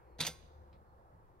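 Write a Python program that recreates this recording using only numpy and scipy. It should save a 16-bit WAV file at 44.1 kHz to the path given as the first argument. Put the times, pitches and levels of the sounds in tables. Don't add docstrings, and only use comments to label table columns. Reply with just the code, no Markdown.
import sys
import numpy as np
from scipy import signal
from scipy.fft import rfft, irfft
from scipy.io import wavfile
from scipy.ndimage import uniform_filter1d

SR = 44100
rng = np.random.default_rng(int(sys.argv[2]) if len(sys.argv) > 2 else 0)


def pcm_store(signal):
    levels = np.round(np.clip(np.atleast_2d(signal), -1, 1) * 32767)
    wavfile.write(sys.argv[1], SR, levels.astype(np.int16).T)


N = 61739
T = np.arange(N) / SR
HZ = np.fft.rfftfreq(N, 1 / SR)


def amp(db):
    return 10 ** (np.asarray(db) / 20)


def evened(x):
    return x / np.sqrt(np.mean(x ** 2) + 1e-20)


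def at_pitch(table, hz, column=1):
    columns = np.transpose(table)
    return np.interp(np.log(hz + 1), np.log(columns[0]), columns[column])


def loudness(table):
    return amp(np.interp(T, *np.transpose(table)))


def decay(start_s, rise_s, fade_s):
    age = np.maximum(T - start_s, 0)
    return np.minimum(age / rise_s, 1) * amp(-60 * age / fade_s)


def noise(colour_db, likeness):
    left, other = rfft(rng.standard_normal((2, N)))
    likeness = np.clip(likeness, -1, 1)
    right = likeness * left + np.sqrt(1 - likeness ** 2) * other
    return evened(irfft(np.array([left, right]) * amp(colour_db), N))


def waver(rate_hz):
    return noise(-40 * np.log10(1 + (HZ / rate_hz) ** 2), 0)[0]


def left_right(left_louder_db, left_lead_radians):
    side = amp(left_louder_db / 2) * np.exp(.5j * left_lead_radians)
    return np.array([side, 1 / side])


# pitch_hz, level_db
AIR_COLOUR = [(20, -11.5), (40, -4), (70, -6), (110, -6.5), (170, -12.5), (280, -20.5), (350, -13.5),
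              (420, -13.5), (520, -13), (620, -16), (850, -12.5), (1300, -21.5), (1700, -27), (2200, -41),
              (3000, -44.5), (4300, -45), (6000, -49.5), (9000, -50.5), (13000, -48), (16000, -49)]
# time_s, level_db
AIR_LEVEL = [(0, -60.5), (.15, -63), (.45, -62), (.65, -61.5), (.9, -62.5), (1.15, -62.5), (1.4, -63.5)]
# pitch_hz, likeness_0_to_1
AIR_LIKENESS = [(30, 0.74), (70, 0.37), (140, 1), (500, .85), (1500, 0.44), (4000, 0.12), (12000, .1)]
# pitch_hz, left_louder_db
AIR_BALANCE = [(30, 2.5), (120, 2), (400, -1), (2000, -1.5), (12000, 0.5)]
BACKGROUND_LEAD_S = .00039

def air(patch_db=2):
    steady = noise(at_pitch(AIR_COLOUR, HZ), at_pitch(AIR_LIKENESS, HZ))
    hz, _, slices = signal.stft(steady, SR, nperseg=1024)
    patches = uniform_filter1d(rng.standard_normal(slices.shape[1:]), size=7, axis=0)
    patches = evened(uniform_filter1d(patches, size=7, axis=1))
    swell = amp(patch_db * patches / (1 + hz[:, None] / 3000))
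    sides = left_right(at_pitch(AIR_BALANCE, hz), 2 * np.pi * hz * BACKGROUND_LEAD_S)
    drifting = signal.istft(slices * swell * sides[:, :, None], SR, nperseg=1024)[1][:, :N]
    return evened(drifting) * loudness(AIR_LEVEL)


# pitch_hz, width_hz, level_db (compared with the hum)
DRONE_BANDS = [(344, 27, -12.5), (511, 57, -8.5)]
# time_s, level_db
DRONE_LEVEL = [(0, -67.5), (.14, -59), (.45, -65), (.6, -60), (.8, -64), (1, -72), (1.4, -73)]

def drone(pitch_hz=70, wander=.055, swell_db=2, left_louder_db=3.5):
    swell = amp(swell_db * waver(10))
    wandering_hz = pitch_hz * (1 + wander * waver(13))
    hum = swell * np.sqrt(2) * np.sin(2 * np.pi * np.cumsum(wandering_hz) / SR)
    bands = sum(amp(db) * noise(-20 * np.log10(1 + ((HZ - hz) / width * 2) ** 2), likeness=.87)
                for hz, width, db in DRONE_BANDS)
    sides = left_right(left_louder_db, 2 * np.pi * HZ * BACKGROUND_LEAD_S)
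    return irfft(rfft(hum + bands) * sides, N) * loudness(DRONE_LEVEL)


# time_s, level_db
RUSH_LEVEL = [(0, -79.5), (.17, -83), (.7, -88.5), (.9, -96), (1.4, -88.5)]
# middle_s, half_length_s, level_db
PUFFS = [(.45, .03, -65), (.6, .03, -65), (.75, .04, -64), (1.15, .022, -62), (1.195, .012, -62)]
# pitch_hz, level_db
PUFF_COLOUR = [(20, -9), (60, -7.5), (130, -1), (190, -8), (300, -19), (1000, -65), (16000, -93)]

def wind(rush_hz=1980, rush_width_hz=550):
    bell_curve_db = -10 * np.log10(np.e) * ((HZ - rush_hz) / rush_width_hz) ** 2
    rush = noise(bell_curve_db, likeness=.5) * loudness(RUSH_LEVEL)
    puffs = sum(amp(db) * np.exp(-((T - middle) / half_length) ** 2) for middle, half_length, db in PUFFS)
    return rush + puffs * noise(at_pitch(PUFF_COLOUR, HZ), likeness=.8)


# start_s, length_s, level_db
CHIRPS = [(0.04, 0.16, -91.5), (0.849, 0.1, -94.5)]

def bird(pitch_hz=4300, wander=.012):
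    level = sum(amp(db) * np.sin(np.pi * np.clip((T - start) / length, 0, 1))
                for start, length, db in CHIRPS)
    wandering_hz = pitch_hz * (1 + wander * waver(80))
    return level * np.sin(2 * np.pi * np.cumsum(wandering_hz) / SR)


# start_s, level_db, fade_s, brightness_db_per_octave, bounce_0_to_1
BLOWS = [(0.185, -52, 0.02, 0, 0.3), (0.1899, -42, 0.024, -5, 0.3), (0.2, -40.5, 0.052, -3.5, 0.1),
         (0.2038, -28.5, .06, .5, 0), (.2090, -27.5, 0.042, 1.5, 0), (.22, -38, 0.14, -3, .3),
         (0.2488, -37, 0.15, -1, 0.6), (0.2658, -29.5, .07, 2.5, 0.8), (0.2741, -38, 0.064, -2.5, 1)]
# pitch_hz, landing_db, bounce_db
CLATTER_COLOUR = [(100, -16.5, -23.5), (295, -15.5, -9.5), (601, -11.5, -6), (1150, -13, -12.5),
                  (1700, -11, -9.5), (2430, -7, -2.5), (3146, -7, -9.5), (3540, -0.5, 3),
                  (3780, 0.5, -11.5), (4850, -2.5, -1), (5400, -16, -16), (5950, -7.5, -1),
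                  (7640, -17, -15.5), (8900, -10, -11), (11000, -12.5, -18), (11800, -26, -12),
                  (12990, -14.5, -15.5), (15865, -40.5, -23)]
# pitch_hz, likeness_0_to_1, left_louder_db, left_lead_radians
SEESAW_STEREO = [(122, 0.99, 3.5, 0.5), (1098, .85, -2.6, 0), (2200, 0.8, -1.5, 0.5),
                 (4000, .8, -3.5, 0.68), (5850, .85, -3, 1.47), (8000, 1, -1.3, 1.5),
                 (10900, 0.98, 10, 3.5), (12270, 0.29, -2, 3), (15000, 0.23, 0, 3)]
BLOW_RISE_S = .0014

def frame_clatter(shake_db=-15, shake_fade_s=.21):
    out = np.zeros((2, N))
    octaves = np.log2(np.maximum(HZ, 500) / 4000)
    landing_db, bounce_db = at_pitch(CLATTER_COLOUR, HZ), at_pitch(CLATTER_COLOUR, HZ, column=2)
    for start, db, fade_s, brightness, bounce in BLOWS:
        colour = (1 - bounce) * landing_db + bounce * bounce_db + brightness * octaves
        shaking = amp(shake_db) * decay(start, BLOW_RISE_S, shake_fade_s)
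        level = np.hypot(decay(start, BLOW_RISE_S, fade_s), shaking)
        out += amp(db) * level * noise(colour, at_pitch(SEESAW_STEREO, HZ))
    return out


# pitch_hz, level_db (added to each blow's), fade_s, extra_on_bounce_db
FRAME_TONES = [(1082, -36, .55, 0), (1356, -24, .15, 0), (1540, -25, .17, 2), (2121, -29, .25, 4),
               (3472, -18, .14, 9), (3610, -18, .1, 0), (4060, -18, .1, -3), (4655, -18, .1, -4),
               (5006, -26, .24, 6), (6067, -21, .27, -1), (6449, -28, .13, 3), (8904, -24, .27, -1),
               (10200, -29, .17, -3)]

def frame_ringing(flutter_db=2.2, flutter_hz=25):
    out = np.zeros(N)
    for hz, db, fade_s, extra_db in FRAME_TONES:
        energy = sum((amp(blow_db + extra_db * bounce) * decay(start, BLOW_RISE_S, fade_s)) ** 2
                     for start, blow_db, _, _, bounce in BLOWS)
        level = amp(db + flutter_db * waver(flutter_hz)) * np.sqrt(energy)
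        out += level * np.sin(2 * np.pi * (hz * T + rng.random()))
    return out


# start_s, level_db
THUDS = [(0.1917, -47), (0.2065, -37.5), (.219, -48.5), (.2745, -51), (0.286, -47)]
# pitch_hz, level_db (added to each thud's), fade_s
PLANK_TONES = [(122, -9.5, 0.23), (158.6, 1.5, 0.15), (228, -4.5, .13), (388.2, -11, .15), (506.4, -6, .12),
               (627, -10, .1), (777.4, -12, .18)]

def plank_thuds(rise_s=.003):
    return sum(amp(thud_db + db) * decay(start, rise_s, fade_s) * np.sin(2 * np.pi * hz * (T - start))
               for start, thud_db in THUDS for hz, db, fade_s in PLANK_TONES)


# start_s, level_db, pitch_hz
KNOCKS = [(.2054, -25, 4300), (.2116, -24, 4000), (.2364, -23, 3700), (.2499, -28, 3000)]

def loose_fittings(rise_s=.0001, fade_s=.005):
    return sum(amp(db) * decay(start, rise_s, fade_s) * np.sin(2 * np.pi * hz * (T - start))
               for start, db, hz in KNOCKS)


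# pitch_hz, level_db (compared with the seesaw), fade_s
ECHO = [(204.7, -26.5, 0.45), (1000, -22.5, .7), (2500, -27, 0.57), (4200, -30, 0.78), (6370, -30.5, 0.63),
        (9000, -30, .4), (15000, -37.5, .3)]

def field_echo(sound, delay_s=.03, build_s=.13):
    hz, time_s, slices = signal.stft(rng.standard_normal((2, N)), SR, nperseg=256)
    age = np.maximum(time_s - delay_s, 0)
    fade_s = at_pitch(ECHO, hz, column=2)[:, None]
    shape = np.minimum(age / build_s, 1) * amp(-60 * age / fade_s)
    shape *= amp(at_pitch(ECHO, hz))[:, None] / np.sqrt(N * np.mean(shape ** 2, axis=1, keepdims=True))
    echo_of_a_click = signal.istft(slices * shape, SR, nperseg=256)[1]
    return signal.fftconvolve(sound, echo_of_a_click, axes=1)[:, :N]


# pitch_hz, level_db
TICK_COLOUR = [(500, -1), (1500, -4), (2400, 3), (3200, -4.5), (3900, 3), (4400, -5), (5000, -5),
               (5800, -20), (10000, -28), (16000, -40)]

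def tick(start_s=.7278, level_db=-69):
    level = amp(level_db) * decay(start_s, rise_s=.00094, fade_s=.16)
    return level * noise(at_pitch(TICK_COLOUR, HZ), likeness=.57)


def scene():
    sides = left_right(at_pitch(SEESAW_STEREO, HZ, column=2), at_pitch(SEESAW_STEREO, HZ, column=3))
    landing = frame_clatter() + frame_ringing() + plank_thuds() + loose_fittings()
    seesaw = irfft(rfft(landing) * sides, N)
    return seesaw + field_echo(seesaw) + tick() + air() + drone() + wind() + bird()


def record(dry):
    highest_hz = 15900
    treble_cut = signal.firwin(511, highest_hz, window=("kaiser", 9), fs=SR)
    return signal.oaconvolve(dry, treble_cut[None], "same")


dry = scene()
out = record(dry)
pcm_store(out)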